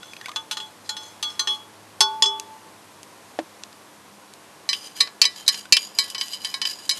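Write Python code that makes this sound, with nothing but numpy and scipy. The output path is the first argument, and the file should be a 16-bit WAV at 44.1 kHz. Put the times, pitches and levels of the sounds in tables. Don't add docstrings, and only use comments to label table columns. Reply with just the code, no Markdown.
import sys
import numpy as np
from scipy import signal
from scipy.fft import rfft, irfft
from scipy.io import wavfile

SR = 44100
rng = np.random.default_rng(int(sys.argv[2]) if len(sys.argv) > 2 else 0)


def master_out(mix):
    frames = np.transpose(np.atleast_2d(mix))
    ceiling = np.clip(frames, -1, 1)
    pcm = np.round(ceiling * 32767).astype(np.int16)
    wavfile.write(sys.argv[1], SR, pcm)


N = 308259
TIME = np.arange(N) / SR
RING_TIME = TIME[:SR]


def undb(db):
    return 10 ** (np.asarray(db) / 20)


def unit(x):
    return x / np.sqrt(np.mean(x ** 2))


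def unit_attack(x):
    return x / np.sqrt(np.mean(x[:SR // 50] ** 2))


def curve(rows, axis=1):
    rows = np.array(rows)
    return np.interp(TIME, rows[:, 0], rows[:, axis])


def add(out, start_s, x):
    i = max(int(start_s * SR), 0)
    out[i:i + len(x)] += x[:N - i]


def band(x, lo_hz, hi_hz, order=2):
    edges = [lo_hz, min(hi_hz, SR / 2 - 100)]
    return signal.sosfilt(signal.butter(order, edges, "band", fs=SR, output="sos"), x)


def fade(t60):
    return np.exp(-np.log(1000) * RING_TIME / max(t60, 1e-3))


def walk(rate):
    knots = np.arange(0, N / SR + 1, 1 / rate)
    return np.interp(TIME, knots, rng.standard_normal(len(knots)))


def ring(modes, length=1, pitch=1, scatter_db=0, detune=0, load_slope=0, twin=0, swirl=0):
    chance = rng.standard_normal((len(modes), 3))
    circling = np.sin(8 * np.pi * RING_TIME + 2 * np.pi * rng.random())
    clock = RING_TIME + swirl * circling / (8 * np.pi)
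    out = np.zeros(SR)
    for (hz, db, t60), (size, shift, side) in zip(modes, chance):
        loaded = pitch ** ((3400 / hz) ** load_slope)
        phase = 2 * np.pi * hz * loaded * (1 + detune * shift) * (clock - clock[0])
        tone = np.sin(phase)
        if twin:
            tone = tone + twin * np.sin(phase + 2 * np.pi * 9.5 * RING_TIME)
        out += np.sign(side) * undb(db + scatter_db * size) * fade(t60 * length) * tone
    return out


# base, body, bell, rim, edge, sparkle [f/Hz]
FAMILY_HZ = [350, 1200, 2650, 3600, 4550, 5650, 13000]
# [share of the place dB, per family]
PLACE_SHARE = [0.13, 0.23, -0.81, 0.99, 0.13, 0.47]
# [from t/s, to t/s]
FREE_TAPS_S = (1.8, 2.5)
# [level/dB, per family]
FREE_TAP_DB = [4, -6, 1.5, -4.5, 5.5, -0.5]
PIVOT_HZ = 3480
MUFFLE_T60_S = 0.97


def clinks(rows, modes, family_db, tuning, detune, swirl, scatter_db, load_slope,
           crack_t60, tail_db, tail_t60):
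    out = np.zeros((len(family_db), N))
    pitch = curve(tuning)
    for start_s, strength_db, hardness_db, place_db, crack_db, length, *beating in rows:
        i = int(start_s * SR)
        free = FREE_TAPS_S[0] < start_s < FREE_TAPS_S[1]
        out[1:, i:i + SR] *= fade(0.05)[:N - i]
        noise_shape = undb(crack_db) * unit_attack(fade(crack_t60)) + undb(tail_db) * fade(tail_t60)
        for k, (lo, hi) in enumerate(zip(FAMILY_HZ, FAMILY_HZ[1:])):
            family = [mode for mode in modes if lo <= mode[0] < hi]
            octaves = np.log2(np.sqrt(lo * hi) / PIVOT_HZ)
            db = strength_db + family_db[k] + hardness_db * octaves + place_db * PLACE_SHARE[k]
            twin = beating[0] if beating and k == 2 else 0
            tone = unit_attack(ring(family, length, pitch[i], scatter_db, detune, load_slope, twin, swirl))
            crack = band(band(rng.standard_normal(SR), lo, hi, order=3), 1700, 9700)
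            hit = undb(db + FREE_TAP_DB[k] * free) * unit_attack(tone + unit(crack) * noise_shape)
            if k == 0 and not free:
                hit = hit * fade(MUFFLE_T60_S)
            add(out[k], start_s, hit * (1 - fade(0.00077)))
    return out.sum(axis=0)


# [f/Hz, level within its family/dB, t60/s before the length factor]
FIRST_MUG = [(403, -15.5, 0.61), (876, 3.5, 1.28), (1103, -5.5, 0.37), (1150, -13, 1.4), (1220, 2, 0.5),
             (1466, 3.5, 0.44), (1666, -7.5, 0.3), (1850, 12, 0.06), (2220, -13, 0.28), (3066, -8, 0.34),
             (3387, 18.5, 0.29), (4140, -4, 0.11), (4137, 14.5, 0.12), (4460, -1, 0.2), (4920, -19, .09),
             (4860, 8, 0.066), (5330, 9.5, 0.14), (6186, 15.5, 0.13), (6870, 5.5, 0.13), (6700, -19, 0.24),
             (7490, 6, 0.11), (8250, -2.5, 0.14), (9500, -1.5, 0.082), (10200, -24, 0.08), (11800, -36, .1)]
# [t/s, strength/dB, hardness/dB per octave, place/dB: + rim / - wall,
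# crack against ring/dB, ring length factor, share of beating twin mode]
FIRST_CLINKS = [(.36, -23, -1.5, -3.5, -6, 0.41, -0.26), (.511, -23.5, -0.5, -0.5, 2, 1, -0.16),
                (.527, -31, 0.5, -2, 4, 1.4, 0), (.57, -27.5, -2, -0.5, -2, 0.77, -0.15),
                (.601, -34, -1, -7, -5, 0.75, -0.4), (.892, -25.5, -0.5, 5, -5.5, 0.77, -0.56),
                (.967, -31, 0, -2.5, -4, 1.45, 0), (1.227, -22.5, 1.5, -2.5, -3.5, 1.01, -0.59),
                (1.394, -18.5, 1.5, 1.5, -9.5, 0.95, 0.55), (1.473, -20.5, -1, -5.5, -9, 0.92, -0.64),
                (2.006, -9.5, 0, 2.5, -3, 0.87, -0.24), (2.223, -11.5, 1.5, -4, -14.5, 0.44, -0.57),
                (2.24, -21, 1, -6, -16, .8, -0.56), (2.259, -19.5, 1.5, -9, -35, 0.98, 0.21)]
# [t/s, pitch factor at 3400 Hz]
FIRST_TUNING = [(.36, 1.008), (.6, .992), (1.39, .992), (1.47, .987), (2.0, .999), (2.22, 1.003)]
# [level/dB, per family]
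FIRST_FAMILY_DB = [-16, -14.5, -6.5, -7, -13, -9]


def first_mug():
    return clinks(FIRST_CLINKS, FIRST_MUG, FIRST_FAMILY_DB, FIRST_TUNING, detune=0.00037, swirl=0.0026,
                  scatter_db=6.0, load_slope=0.38, crack_t60=0.071, tail_db=-33.5, tail_t60=0.83)


# [f/Hz, level within its family/dB, t60/s before the length factor]
SECOND_MUG = [(434, -15, 0.35), (940, -2, 0.063), (1110, 0, 0.35), (1677, -7, 0.45), (1797, 2.5, 0.14),
              (1982, -2.5, 0.39), (2271, 8, 0.12), (2376, 1, 0.068), (3020, -8, 0.15), (3060, 3, 0.21),
              (3150, 3.5, 0.067), (3932, -6.5, 0.15), (4005, -14.5, 0.18), (4193, -5.5, 0.11),
              (4210, -9, 0.081), (4770, -3.5, 0.14), (5056, 0, 0.19), (4860, 4, 0.07), (5026, -3.5, 0.095),
              (6220, -6.5, 0.06), (5960, 14, 0.079), (6650, 0, 0.16), (6640, 1.5, 0.02), (7420, 4, 0.1),
              (7810, 6, 0.097), (9700, 2, 0.027), (9660, 1.5, 0.11), (11500, -0.5, 0.055)]
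# [t/s, strength/dB, hardness/dB per octave, place/dB: + rim / - wall,
# crack against ring/dB, ring length factor]
SECOND_CLINKS = [(4.69, -18.5, 1, 5, -14, 1), (4.73, -19.5, 0, -6.5, 0.5, 0.67),
                 (5.006, -15, -0.5, 10.5, -7.5, 0.68), (5.073, -38, -5, 6, 1, 1),
                 (5.216, -12, 1.5, 2, -1.5, 1), (5.241, -22, -1, -5, 3, 0.45),
                 (5.253, -15, 1.5, 4, -25, 0.64), (5.464, -40, 1, 11, -15, 1), (5.479, -17, 3, 10.5, 0, 1),
                 (5.488, -16, 2, 4.5, -8, 0.59), (5.543, -29, -1, 0, 2, 1), (5.724, -10, 5, 1, -4, 0.73),
                 (5.767, -13, 1, -5, 2.5, 0.3), (5.987, -14.5, 0.5, 5.5, -7, 0.95),
                 (6.1, -40.5, 14.5, -10, 12, 1), (6.147, -25.5, -2, -2, 1, 0.96),
                 (6.181, -28, 3.5, -2, -17, 1), (6.211, -20.5, 0.5, -4, -4, 0.62),
                 (6.333, -28.5, 4, -5.5, -12, 0.75), (6.447, -22.5, 1.5, -3.5, -7, 0.94),
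                 (6.541, -24, -2, 5, -11, 0.79), (6.616, -20, 0, -2, -2.5, 1),
                 (6.652, -21, 0.5, -8, -8, 0.44), (6.893, -18.5, 3, 6, -2.5, 0.65),
                 (6.911, -20.5, 1, 2.5, -20, 0.79)]
# [t/s, pitch factor at 3400 Hz]
SECOND_TUNING = [(4.69, 1.005), (6.9, .9915)]
# [level/dB, per family]
SECOND_FAMILY_DB = [-20.5, -14.5, -10, -9, -6.5, -13]


def second_mug():
    return clinks(SECOND_CLINKS, SECOND_MUG, SECOND_FAMILY_DB, SECOND_TUNING, detune=0.0048, swirl=0.0064,
                  scatter_db=4.0, load_slope=1.35, crack_t60=0.044, tail_db=-25, tail_t60=0.74)


# [f/Hz, level/dB, t60/s]
SPOON = [(2385, -1.5, 0.17), (2667, 1, 0.12), (4416, -0.5, 0.065), (4640, -2.5, 0.041), (6720, -6, 0.033)]
# [t/s, handle level/dB, bowl level/dB, pitch factor]
SPOON_RINGS = [(5.004, -37.5, -26.5, 1.03), (5.216, -24.5, -12.5, 1.01), (5.724, -17, -11.5, 1.0)]


def spoon():
    out = np.zeros(N)
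    for start_s, handle_db, bowl_db, pitch in SPOON_RINGS:
        handle, bowl = ring(SPOON[:2], pitch=pitch), ring(SPOON[2:], pitch=pitch)
        add(out, start_s, undb(handle_db) * unit_attack(handle) + undb(bowl_db) * unit_attack(bowl))
    return out


def low_pulses():
    out = np.zeros(N)
    for start_s, handle_db, _, _ in SPOON_RINGS:
        add(out, start_s, undb(handle_db - 7.5) * fade(0.007))
    return band(out, 25, 400, order=1)


SCRAPE_ATTACK_S, SCRAPE_EASE_DB_PER_S, SCRAPE_RELEASE_S = 0.015, 16, 0.036


def pressure(scrapes):
    out = np.zeros(N)
    for start_s, length, db in scrapes:
        attack = np.minimum(RING_TIME / SCRAPE_ATTACK_S, 1)
        release = np.exp(-np.maximum(RING_TIME - length, 0) / SCRAPE_RELEASE_S)
        add(out, start_s, undb(db - SCRAPE_EASE_DB_PER_S * RING_TIME) * attack * release)
    return out


def drag(scrapes, resonances, grit_db, grain, shift_db):
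    caught = rng.random(N) < 4000 / SR
    slips = rng.standard_normal(N) * caught * undb(grain * np.minimum(rng.exponential(size=N), 3))
    wall = np.zeros(N)
    for hz, width, db in resonances:
        resonance = unit(band(slips, hz - width / 2, hz + width / 2, order=1))
        wall += undb(db + shift_db * walk(4.6)) * resonance
    drifting_time = np.cumsum(1 + 0.009 * walk(12)) / SR
    wall = np.interp(drifting_time, TIME, wall)
    rub = unit(wall) + undb(grit_db) * unit(band(slips, 2400, 8000, order=1))
    return rub * pressure(scrapes) * undb(2 * walk(40))


# [start t/s, length t/s, level/dB]
FIRST_SCRAPES = [(0, 0.43, -51), (.59, 0.072, -47), (.84, .06, -49.5), (1.0, 0.1, -45), (1.25, 0.08, -44),
                 (1.48, 0.043, -39)]


def first_scrapes():
    bands = [(hz, 40, db) for hz, db, _ in FIRST_MUG if hz > FAMILY_HZ[2]]
    return drag(FIRST_SCRAPES, bands, grit_db=-7.5, grain=4.9, shift_db=4.5)


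# [start t/s, length t/s, level/dB]
SECOND_SCRAPES = [(4.73, 0.17, -43), (4.95, .08, -39.5), (5.35, 0.061, -40), (5.51, 0.085, -38),
                  (5.78, 0.069, -38), (5.94, 0.17, -38.5), (6.19, .17, -39), (6.4, 0.15, -39),
                  (6.65, 0.075, -32.5), (6.78, 0.22, -44.5), (6.91, 0.087, -38.5)]
# [f/Hz, width f/Hz, level/dB]
RUB_BANDS = [(1720, 25, -12.5), (2400, 58, -19), (2955, 14, -2), (3120, 78, -4), (4060, 62, -6.5),
             (4870, 73, 4.5), (6200, 43, -8.5), (6860, 42, -3), (7600, 940, -6.5), (9070, 180, -6),
             (11300, 370, -9.5)]


def second_scrapes():
    return drag(SECOND_SCRAPES, RUB_BANDS, grit_db=-6, grain=5.5, shift_db=5.0)


def bubble(hz, cycles, rise):
    t60 = cycles / hz
    return np.sin(2 * np.pi * hz * (RING_TIME + rise * RING_TIME ** 2 / t60)) * fade(t60)


# [t/s, level/dB, starting f/Hz]
BUBBLES = [(0.0308, -34, 1430), (0.1346, -32, 2420), (.166, -33.5, 2510), (.2124, -30.5, 1800),
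           (.2585, -24.5, 2210), (0.2837, -29, 1013), (.292, -28, 1180), (0.316, -33.5, 1200),
           (5.655, -35, 1480)]


def bubbles():
    out = np.zeros(N)
    for start_s, db, hz in BUBBLES:
        splash = unit(band(rng.standard_normal(SR), 2200, 4100, order=1)) * fade(0.024)
        add(out, start_s, undb(db) * (bubble(hz, cycles=61, rise=0.072) + undb(-3.0) * splash))
    for when, height, size in rng.random((13, 3)):
        hz = 1050 * 2.5 ** height
        add(out, 0.21 + 0.13 * when, undb(-34 - 19 * size) * bubble(hz, cycles=113, rise=0.13))
    return out


# [f/Hz, relative level/dB, t60/s]
JUG = [(258, -17, 0.17), (325, -4.5, 0.11), (516, -15, 0.066), (598, -4, 0.054), (713, 4.5, 0.02),
       (1320, -11, 0.016), (1710, -11, 0.014), (1870, -14.5, 0.025), (2630, -22, 0.033)]
# [t/s, level/dB]
JUG_POP = (3.389, -22)


def jug():
    out = np.zeros(N)
    start_s, db = JUG_POP
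    snap = unit(band(rng.standard_normal(SR), 600, 1800, order=1)) * fade(0.044)
    add(out, start_s, undb(db) * (unit_attack(ring(JUG)) + undb(-3.5) * snap))
    return out


# [t/s, level/dB, centre f/Hz]
TICKS = [(2.3981, -19, 5600), (3.031, -30.5, 7850), (3.636, -25, 3550), (3.7286, -38, 3960),
         (4.337, -33, 7600), (6.2827, -27, 5150)]


def ticks():
    out = np.zeros(N)
    for start_s, db, hz in TICKS:
        noise = band(rng.standard_normal(SR), hz / 2.0, hz * 2.5, order=1)
        snap = unit(band(noise, 2000, 8200))
        add(out, start_s, undb(db) * snap * (fade(0.0088) + undb(-27) * fade(0.16)))
    return out


# [t/s, level/dB]
HUM = [(0, -65), (2.2, -60.5), (3.7, -67.5), (4.1, -77)]
HUM_OVERTONE_DB = [-64, -61]
HUM_HZ, HUM_WAVER_DB = 102.5, 1.5


def engine():
    phase = 2 * np.pi * np.cumsum(HUM_HZ * (1 + 0.01226 * walk(6))) / SR
    out = np.zeros(N)
    for k, db in enumerate([curve(HUM), *HUM_OVERTONE_DB], 1):
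        out += np.sin(k * phase) * undb(db + HUM_WAVER_DB * walk(5))
    return out


# [f/Hz, relative level/dB per Hz]
AIR = [(15, -61), (25, -47), (69, -22), (92, -10.5), (125, -11), (200, -6), (273, -7), (303, -8.5),
       (383, -6.5), (772, -6.5), (1080, -4.5), (1200, -9), (2690, -15), (8420, -19.5), (12400, -22),
       (16200, -76), (22000, -120)]
AIR_DB = -48.5


def open_air():
    hz, db = np.transpose(AIR)
    bins_hz = np.arange(N // 2 + 1) * SR / N
    colour = undb(np.interp(np.log(bins_hz + 1), np.log(hz), db))
    air = unit(irfft(rfft(rng.standard_normal(N)) * colour, N))
    return air * undb(AIR_DB + 0.4 * walk(3.09))


def scene():
    mugs = first_mug() + second_mug() + spoon() + first_scrapes() + second_scrapes()
    near = band(mugs + bubbles() + ticks(), 140, SR / 2)
    popped = band(jug(), 300, 9000, order=4)
    return (near + popped + low_pulses() + engine() + open_air())[None]


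TOP_HZ = 12750


def record(dry):
    clipped = np.clip(dry, -1, 1)
    return signal.sosfilt(signal.ellip(10, .2, 70, TOP_HZ, fs=SR, output="sos"), clipped)


dry = scene()
out = record(dry)
master_out(out)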